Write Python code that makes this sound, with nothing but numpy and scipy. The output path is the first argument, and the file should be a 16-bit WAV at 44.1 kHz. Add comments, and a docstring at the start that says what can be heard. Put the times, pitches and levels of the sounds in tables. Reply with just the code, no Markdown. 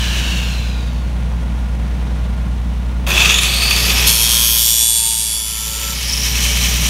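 """On an open-air worksite, a diesel generator drones and beats against a second, slower engine.
An angle grinder coasts down, is switched on again and rattles up to speed, then buffs the sloping
edge of a steel pipe. Its wire wheel scrapes nearly the same pattern every turn and the pipe rings
with it; lifted off, the motor speeds up again. The phone's gain control turns everything down
during the screech, so the drone sinks beneath it."""
import sys
import numpy as np
from scipy import signal
from scipy.fft import rfft, irfft, next_fast_len
from scipy.io import wavfile
from scipy.ndimage import uniform_filter1d, minimum_filter1d, map_coordinates

SR = 44100
rng = np.random.default_rng(int(sys.argv[2]) if len(sys.argv) > 2 else 0)


def inscribe(sig):
    """Save sig as 16-bit PCM at rate SR to the path in sys.argv[1].

    A 1-D sig is mono; a 2-D sig holds one channel per row.
    Samples are clipped to [-1, 1] before scaling.
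    """
    pcm = np.round(np.clip(np.atleast_2d(sig).T, -1, 1) * 32767)
    wavfile.write(sys.argv[1], SR, pcm.astype(np.int16))


N = 303849
ON_S, LAND_S, LIFT_S = 3.066, 4.066, 5.93  # switch on, wheel onto the pipe, wheel off it
FREE_SPEED = 132.36  # turns per second that the unloaded wheel heads for
TOP_HZ = 15750

# pitches at which the gear case rings: f/Hz, width/Hz, level/dB
GEAR_CASE = [(1252, 170, -11.5), (1890, 730, -18), (2563, 350, 0.5), (3440, 470, -3.5), (4530, 740, -15),
             (6150, 2600, -16)]
# pitches at which the air vents ring: f/Hz, width/Hz, level/dB
VENTS = [(4860, 6200, 0), (6400, 1800, 6), (8650, 1900, 1), (9460, 640, 0), (11080, 1000, 1.5),
         (12150, 1500, -1.5), (14300, 2800, -8.5)]


def amp(db):
    """Turn decibels into a gain to multiply by."""
    return np.exp(np.maximum(db, -200) * (np.log(10) / 20))


def unit(x):
    """Scale x to an average strength (rms) of 1."""
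    return x / np.sqrt(np.mean(x ** 2) + 1e-20)


def steady(x):
    """Hold the strength of x near 1 all along."""
    return x / np.sqrt(np.abs(uniform_filter1d(x ** 2, size=6000)) + 1e-9)


def clock():
    """The time of each sample in seconds."""
    return np.arange(N) / SR


def curve(rows, column=1):
    """Join the points of a table with straight lines over time."""
    rows = np.asarray(rows)
    return np.interp(clock(), rows[:, 0], rows[:, column])


def ramp(start, takes):
    """Rise from 0 to 1; both times are in seconds."""
    return np.clip((clock() - start) / takes, 0, 1)


def wobble(rate):
    """A smooth curve through `rate` random points a second."""
    knots = rng.standard_normal(int(N * rate / SR) + 4)
    place = np.arange(4 * len(knots)) / 4
    return np.interp(clock() * rate, place, map_coordinates(knots, [place], order=2))


def blur(width_hz):
    """A random gain and phase that smear a tone to about this width."""
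    return (wobble(width_hz) + 1j * wobble(width_hz)) / np.sqrt(2)


def grit(rough_db, rate):
    """Noise that comes in random clumps."""
    return rng.standard_normal(N) * amp(rough_db * wobble(rate))


def filtered(x, response):
    """Scale each frequency in x by response(hz)."""
    size = next_fast_len(N + 8192)
    return irfft(rfft(x, size) * response(np.fft.rfftfreq(size, 1 / SR) + 1e-3), size)[:N]


def coloured(x, points):
    """Shape x to a spectrum (f/Hz, level/dB), at strength 1."""
    f, db = np.transpose(points)
    return unit(filtered(x, lambda hz: amp(np.interp(np.log(hz), np.log(f), db))))


def resonate(x, modes):
    """Make x ring at some pitches (f/Hz, width/Hz, level/dB), at strength 1."""
    f = np.arange(1, SR / 2, 2)
    power = sum(amp(db) ** 2 / (1 + ((f * f - centre * centre) / (f * width)) ** 2) ** 2
                for centre, width, db in modes)
    return unit(filtered(x, lambda hz: np.interp(hz, f, np.sqrt(power))))


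def engine(overtones, firing_hz, waver):
    """An engine's exhaust pulses make a stack of slightly wavering tones."""
    angle = 2 * np.pi * firing_hz * clock() + waver * wobble(2.81)
    return sum(np.sqrt(2) * amp(db) * np.sin(k * (angle + 0.014 * wobble(25)) + rng.uniform(0, 2 * np.pi))
               for k, db in overtones)


def worksite(firing_hz=60.0, slower_hz=49.6):
    """Two engines beat together over clatter, hiss and a cooling fan's whistle."""
    # exhaust tones of each engine: multiple of the firing rate, level/dB
    generator = [(1, 0.5), (1.5, -23), (2, -13.5), (2.5, -49), (3, -20), (3.5, -19.5), (4, -23.5),
                 (5, -30.5), (8, -36.5)]
    slower = [(1, -14.5), (2, -22.5), (3, -25), (6, -30)]
    # spectra of the engine clatter and the site's hiss: f/Hz, level/dB
    clatter_shape = [(30, -34), (60, 2.5), (100, -3), (170, 10), (215, -0.5), (255, -1), (300, -16.5),
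                     (450, -42)]
    hiss_shape = [(190, -29), (330, -3.5), (480, -1), (1050, -3.5), (1300, -9.5), (1800, -9), (2700, -11),
                  (3800, -14.5), (4900, -21), (5900, -19.5), (7700, -26.5), (9600, -24), (10400, -31),
                  (15500, -41)]
    # hiss compared with the drone: t/s, level/dB
    hiss_levels = [(0, -19), (2.25, -17.5), (2.6, -19), (6.89, -20.5)]
    tones = engine(generator, firing_hz, waver=0.077) + engine(slower, slower_hz, waver=0.29)
    firing = amp(2.4 * np.cos(2 * np.pi * firing_hz * clock()))
    clatter = amp(-12) * coloured(grit(rough_db=0.5, rate=47) * firing, clatter_shape)
    hiss = amp(curve(hiss_levels)) * coloured(grit(rough_db=0.83, rate=110), hiss_shape)
    fan = amp(-32.5) * resonate(rng.standard_normal(N), [(1421, 30, 0)])
    return amp(-18) * (amp(-0.5) * tones + clatter + hiss + fan)


def speed(first_speed=68, lost_per_s=18.3):
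    """Wheel turns per second: friction slows it, the motor pulls it up, the pipe holds it back."""
    # the motor picks up speed: t/s, starting speed/(turns per s), lag/s
    run_ups = [(3.06, 12, .633), (5.92, 111, 1.575)]
    # the wheel drags on the pipe: t/s, speed/(turns per s)
    loaded = [(4.07, 114.4), (4.24, 116.25), (4.6, 116.05), (4.8, 115.2), (5.05, 113.3), (5.4, 111.75),
              (5.7, 111.3), (5.85, 110.6), (5.92, 111)]
    t = clock()
    rate = first_speed - lost_per_s * t
    for start, start_speed, lag in run_ups:
        shortfall = (FREE_SPEED - start_speed) / (1 + np.abs(t - start) / lag) ** 2
        rate = np.where(t < start, rate, FREE_SPEED - shortfall)
    return np.where((t > loaded[0][0]) & (t < loaded[-1][0]), curve(loaded), rate)


def turns():
    """How many turns the wheel has made so far."""
    return np.cumsum(speed()) / SR


def fading(db_per_s=31.5, from_s=0.34):
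    """The falling gain of the coasting grinder."""
    return amp(-db_per_s * np.maximum(clock() - from_s, 0))


def powered():
    """1 once the switch is on."""
    return ramp(ON_S, .008)


def touching():
    """1 while the wheel is on the pipe."""
    return ramp(LAND_S, 0.0052) * (1 - ramp(LIFT_S, 0.02))


def loudness(db, per_doubling_db, coast_db, swells=()):
    """A part gets louder with speed and, under power, swells where it meets a resonance."""
    rate = speed()
    swell_db = sum(added * np.exp(-((rate - at) / width) ** 2) for at, width, added in swells)
    speed_gain = amp(db + per_doubling_db * np.log2(rate / FREE_SPEED))
    return speed_gain * (powered() * amp(swell_db) + amp(coast_db) * fading())


def coasting():
    """With the power off, gears and bearings whirr down and ring the grinder's shell."""
    # gear and bearing tones: multiple of the wheel speed, level/dB
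    whirr_tones = [(25, -2.5), (45, 2), (60, -9.5), (72, -9), (90, -6)]
    # pitches of the shell: f/Hz, width/Hz, level/dB
    shell = [(1670, 460, -1.5), (2790, 510, 0), (3960, 910, 6.5), (5900, 1000, -18)]
    angle = 2 * np.pi * turns()
    tones = sum(amp(db) * np.exp(1j * k * angle) * blur(430) for k, db in whirr_tones)
    level = amp(-27) * fading(db_per_s=25) * (1 - ramp(start=0.8, takes=.45))
    return level * steady(resonate(tones.real, shell))


def grinder():
    """Motor noise, gears and cooling air shake with each turn, beside the motor's tones."""
    # pitches of the motor housing: f/Hz, width/Hz, level/dB
    housing = [(990, 730, -6.5), (1850, 490, -1), (2265, 260, 4.5), (3050, 440, 7), (3990, 990, 0.5),
               (5560, 2900, -3.5), (7200, 800, -24)]
    angle = 2 * np.pi * turns()
    shake = amp(0.97 * wobble(35) + 0.43 * np.cos(angle))
    motor = resonate(grit(rough_db=0, rate=370), housing)
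    motor *= loudness(-20.5, per_doubling_db=3.1, coast_db=-4.5)
    rattle = gear_rattle()
    air = resonate(grit(rough_db=2, rate=690), VENTS)
    air *= loudness(-22.5, per_doubling_db=5, coast_db=-8.5)
    return shake * (motor + rattle + air + gear_whine(angle)) + motor_tones(angle)


def gear_rattle():
    """The gears chatter softly when coasting, hard under the starting pull, then settle."""
    # chatter under power: t/s, relative level/dB
    chatter = [(3.07, -20.5), (3.25, -11), (3.31, -10), (3.345, -25), (3.5, -20), (4.1, -21), (4.5, -28)]
    level = powered() * amp(curve(chatter) + 1.5) + amp(-30) * fading()
    return level * resonate(grit(rough_db=2.5, rate=250), GEAR_CASE)


def gear_whine(angle, teeth=45):
    """Gear teeth meet unevenly, so each tone is a narrow core in a wide smear."""
    # gear tones: multiple of the tooth rate, level/dB
    overtones = [(1, 4), (2, -1.5), (3, -4), (4, -7)]
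    # pitches the teeth excite in the gear case: f/Hz, width/Hz, level/dB
    case_ring = [(2780, 390, 3.5), (3500, 500, 1.5), (4540, 460, -0.5), (5200, 220, -7), (5820, 680, 4.5),
                 (6900, 900, 0.5), (9250, 4800, -8)]
    # where the whine swells: speed/(turns per s), width/(turns per s), boost/dB
    swells = [(75.6, 13.4, 11), (100, 10.2, 10), (116.2, 2.34, 8.5)]
    core_share = np.interp(clock(), [3.5, 6.1, 6.5], [.25, .65, .15])
    core, smear = np.sqrt(core_share), np.sqrt(1 - core_share)
    tones = sum(amp(db) * np.exp(1j * k * teeth * angle) * (core * blur(220) + smear * blur(1300))
                for k, db in overtones)
    whine = steady(resonate(tones.real * amp(2.3 * wobble(160)), case_ring))
    level = loudness(-25.5, per_doubling_db=2.4, coast_db=-6, swells=swells)
    return amp(-7.2 * touching()) * level * whine


def motor_tones(angle, gear_ratio=4.842, bars=24):
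    """The rotor hums, turning faster than the wheel, and its contact bars whine."""
    # where the whine swells: speed/(turns per s), width/(turns per s), boost/dB
    swells = [(85, 3.3, 21.5), (107, 13, 7.7)]
    rotor = gear_ratio * angle
    hum = unit(np.sin(rotor + 0.15 * wobble(40)) * amp(0.91 * wobble(22)))
    hum *= loudness(-46.5, per_doubling_db=3, coast_db=4.1)
    whine = unit(np.sin(bars * rotor + 1.1 * wobble(220)) * amp(2 * wobble(60) + 2 * wobble(9)))
    whine *= loudness(-37, per_doubling_db=2, coast_db=-6, swells=swells)
    lower_hum = unit(np.sin(rotor - angle + .5 * wobble(40)))
    lower_hum *= loudness(-55, per_doubling_db=2, coast_db=-8, swells=[(108, 13, 13.6)])
    return hum + lower_hum + whine


def growl(surge_db=-23.5, running_db=-28.5, free_db=-40.5, coast_db=-35.5):
    """The motor growls most with its starting current, and stirs the air inside the pipe."""
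    # spectrum of the growl: f/Hz, level/dB
    growl_shape = [(150, -32), (370, -1), (450, -5), (700, -3.5), (1000, -3.5), (1300, -5.5), (1800, -4),
                   (2600, -19.5)]
    # pitches of the air in the pipe: f/Hz, width/Hz, level/dB
    pipe_air = [(364, 60, -6.5), (435, 23, 2.5), (573.6, 7.7, 3.5)]
    db = surge_db + (running_db - surge_db) * ramp(start=3.32, takes=0.021)
    db += (free_db - running_db) * ramp(LAND_S, 2.3)
    level = powered() * amp(db) + fading() * amp(coast_db)
    motor = level * coloured(grit(rough_db=0, rate=110), growl_shape)
    return motor + powered() * amp(-41) * resonate(rng.standard_normal(N), pipe_air)


def sparks(pulse_hz=120, pulse_db=7, fall_db_per_s=2):
    """The motor's carbon brushes spit twice per mains cycle, fading after the switch-on."""
    # pitches of the sparking: f/Hz, width/Hz, level/dB
    spark_ring = [(9600, 640, -3), (11970, 550, 1)]
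    spitting = grit(rough_db=5, rate=150) * amp(pulse_db * np.cos(2 * np.pi * pulse_hz * clock()))
    level = powered() * amp(-31.5 - fall_db_per_s * np.abs(clock() - ON_S))
    return level * resonate(spitting, spark_ring)


def knocks(ring_s=0.05, crack_s=0.012):
    """The gears knock across the slack between their teeth: a bright crack, then the case rings."""
    # gear knocks: t/s, relative level/dB
    hits = [(3.0664, -14.5), (3.1972, -11), (3.3423, -1.5), (3.3847, -2), (3.4334, -0.5), (3.444, -8.5),
            (3.7092, 0.5), (3.7204, -11), (3.7634, -2), (6.5692, -13), (6.6574, -16)]
    t, ring, crack = clock(), np.zeros(N), np.zeros(N)
    for start, db in hits:
        age = np.abs(t - start)
        ring += amp(db - 60 * age / ring_s) * (t >= start)
        crack += amp(db - 60 * age / crack_s) * (t >= start)
    case = resonate(rng.standard_normal(N), GEAR_CASE)
    bright = resonate(rng.standard_normal(N), VENTS)
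    return amp(-5.5) * ring * case + amp(-11.5) * crack * bright


def wires(turned, lean_db=6, size=2048, overtones=140):
    """Random wire strikes, strongest where the wheel sticks out, repeat every turn."""
    place = np.arange(size) / size
    strikes = rng.standard_normal(size) * amp(lean_db * np.cos(2 * np.pi * place))
    spectrum = rfft(strikes)[1:overtones]
    one_turn = irfft(np.r_[0, spectrum / np.abs(spectrum)], size)  # all overtones equally loud
    return unit(np.interp(turned % 1, place, one_turn, period=1))


def wire_wheel():
    """The wheel's scraping force: a buzz that shifts as the bristles rearrange."""
    turned = turns()
    drift = 3 * clock() + .2 * wobble(9)
    dragged = turned + 0.0008 * wobble(45)  # uneven drag blurs the highest overtones
    pattern = np.cos(drift) * wires(dragged) + np.sin(drift) * wires(dragged)
    loose = unit(grit(rough_db=2.5, rate=680) * amp(2.1 * np.cos(2 * np.pi * turned)))
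    # the wheel skips as it lands and as it leaves
    skip = np.interp(clock(), [4.07, 4.4, 5.6, 5.9], [.9, .45, .4, 2])
    return (pattern + skip * loose) / np.sqrt(1 + skip ** 2) * amp(0.41 * wobble(30))


def pipe(force):
    """The steel pipe rings under the wheel, at new pitches once the wheel slides along."""
    # pipe pitches at the first spot, at the later spot, and low down: f/Hz, width/Hz, level/dB
    first_spot = [(2520, 690, -11), (3286, 470, 0), (3732, 38, 4.5), (3988, 257, -8), (4300, 260, -1),
                  (4790, 190, -2.5), (5460, 220, -1.5), (5560, 630, -7.5), (6420, 680, -3), (6740, 374, -9),
                  (7300, 330, -6.5), (8310, 900, -2.5), (8940, 780, -3.5), (9910, 490, 0.5),
                  (10040, 390, -2), (10900, 500, -6), (11510, 370, 3), (12500, 500, -1), (13250, 500, 4),
                  (13720, 150, 0), (14330, 998, 0)]
    later_spot = [(2470, 780, -22), (2940, 300, -2.5), (3460, 220, 4), (3930, 150, 0), (4630, 240, 3),
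                  (5400, 970, -2.5), (5880, 150, 6.5), (6750, 450, 0), (7240, 310, 7), (8390, 400, 2.5),
                  (9000, 600, -2), (9920, 450, 4), (10700, 610, -8), (11570, 290, -0.5), (12600, 700, -6),
                  (14700, 1200, -15)]
    low_pitches = [(467, 43, -8.5), (555, 12, -4), (910, 21.5, 4.5), (1035, 110, -6), (1335, 7.6, 1.5),
                   (1420, 39, -1.5), (1614, 71, -7)]
    # wheel on the pipe: t/s, ring level/dB, scrape against ring/dB, sizzle against ring/dB
    contact = [(4.08, -11.5, -2, -6), (4.19, -12.5, -1, -6), (4.3, -10.5, -3, -9), (4.53, -9.5, -1.5, -1.5),
               (4.7, -6, -0.5, -2.5), (4.88, -4, 3, -10), (5.35, -11, 3.5, -10), (5.52, -13.5, 0.5, -9),
               (5.9, -18.5, -6, -7)]
    slid = .92 * ramp(start=4.57, takes=.24)
    steel = np.sqrt(1 - slid) * resonate(force, first_spot) + np.sqrt(slid) * resonate(force, later_spot)
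    steel = swelling(steel)
    edges_hz = [1500, 7600, 12300, TOP_HZ]
    ring, scrape, sizzle = [steady(filtered(steel, lambda hz: (hz >= low) & (hz < high)))
                            for low, high in zip(edges_hz, edges_hz[1:])]
    scrape *= amp(curve(contact, column=2))
    sizzle *= amp(curve(contact, column=3))
    buzz = amp(curve(contact)) * (ring + scrape + sizzle)
    low_ring = amp(-29) * resonate(force, low_pitches)
    return touching() * (buzz + low_ring) + singing(force)


def swelling(x, depth_db=1.5, rate=6, spacing_hz=260):
    """Groups of nearby pitches swell and fade at random as the wheel travels."""
    hz, t, spectrum = signal.stft(x, SR, nperseg=512)
    grid = np.meshgrid(hz / spacing_hz, t * rate, indexing="ij")
    swell = map_coordinates(rng.standard_normal((80, 80)), grid, mode="mirror")
    gain = amp(depth_db * swell * np.sqrt(hz[:, None] / 5000))  # deeper in the treble
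    return signal.istft(spectrum * gain, SR, nperseg=512)[1][:N]


def singing(force, width_share=0.024):
    """Single pitches of the pipe sing out as the wheel passes."""
    # ringing notes: peak t/s, half length/s, f/Hz, level/dB
    notes = [(4.873, 0.23, 3410, -16.5), (4.78, 0.089, 5700, -15), (5.09, 0.1, 905, -29),
             (5.33, 0.083, 4560, -24), (5.36, 0.11, 3380, -18), (5.862, 0.12, 1330, -31)]
    sound = np.zeros(N)
    for peak, half_length, hz, db in notes:
        level = amp(db) * np.exp(-((clock() - peak) / half_length) ** 2)
        sound += level * steady(resonate(force, [(hz, width_share * hz, 0)]))
    return sound


def gain_control(x, ceiling_db=-9.5, hold_s=0.48, recovery_db_per_s=14, window=3001, treble_hz=8000):
    """Turn down when too loud, reacting most to treble; hold, then come back slowly."""
    sensed = filtered(x, lambda hz: np.hypot(1, hz / treble_hz))
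    heard_db = 10 * np.log10(np.abs(uniform_filter1d(sensed ** 2, window, origin=window // 2)) + 1e-9)
    needed_db = np.minimum(ceiling_db - heard_db, 0)
    hold = int(hold_s * SR) | 1
    held_db = minimum_filter1d(needed_db, hold, origin=hold // 2, mode="nearest")
    recovery_db = recovery_db_per_s * clock()
    return x * amp(np.minimum.accumulate(held_db - recovery_db) + recovery_db)


def scene():
    """Everything is close and in the open air, with no echo."""
    return (grinder() + growl() + sparks() + coasting() + knocks() + pipe(wire_wheel()) + worksite())[None]


def record(dry):
    """The phone adjusts its gain, rounds off the highest peaks and cuts the top treble."""
    levelled = gain_control(dry[0])
    rounded = levelled / (1 + np.abs(levelled) ** 8) ** (1 / 8)
    return filtered(rounded, lambda hz: hz < TOP_HZ)[None]


dry = scene()
out = record(dry)
inscribe(out)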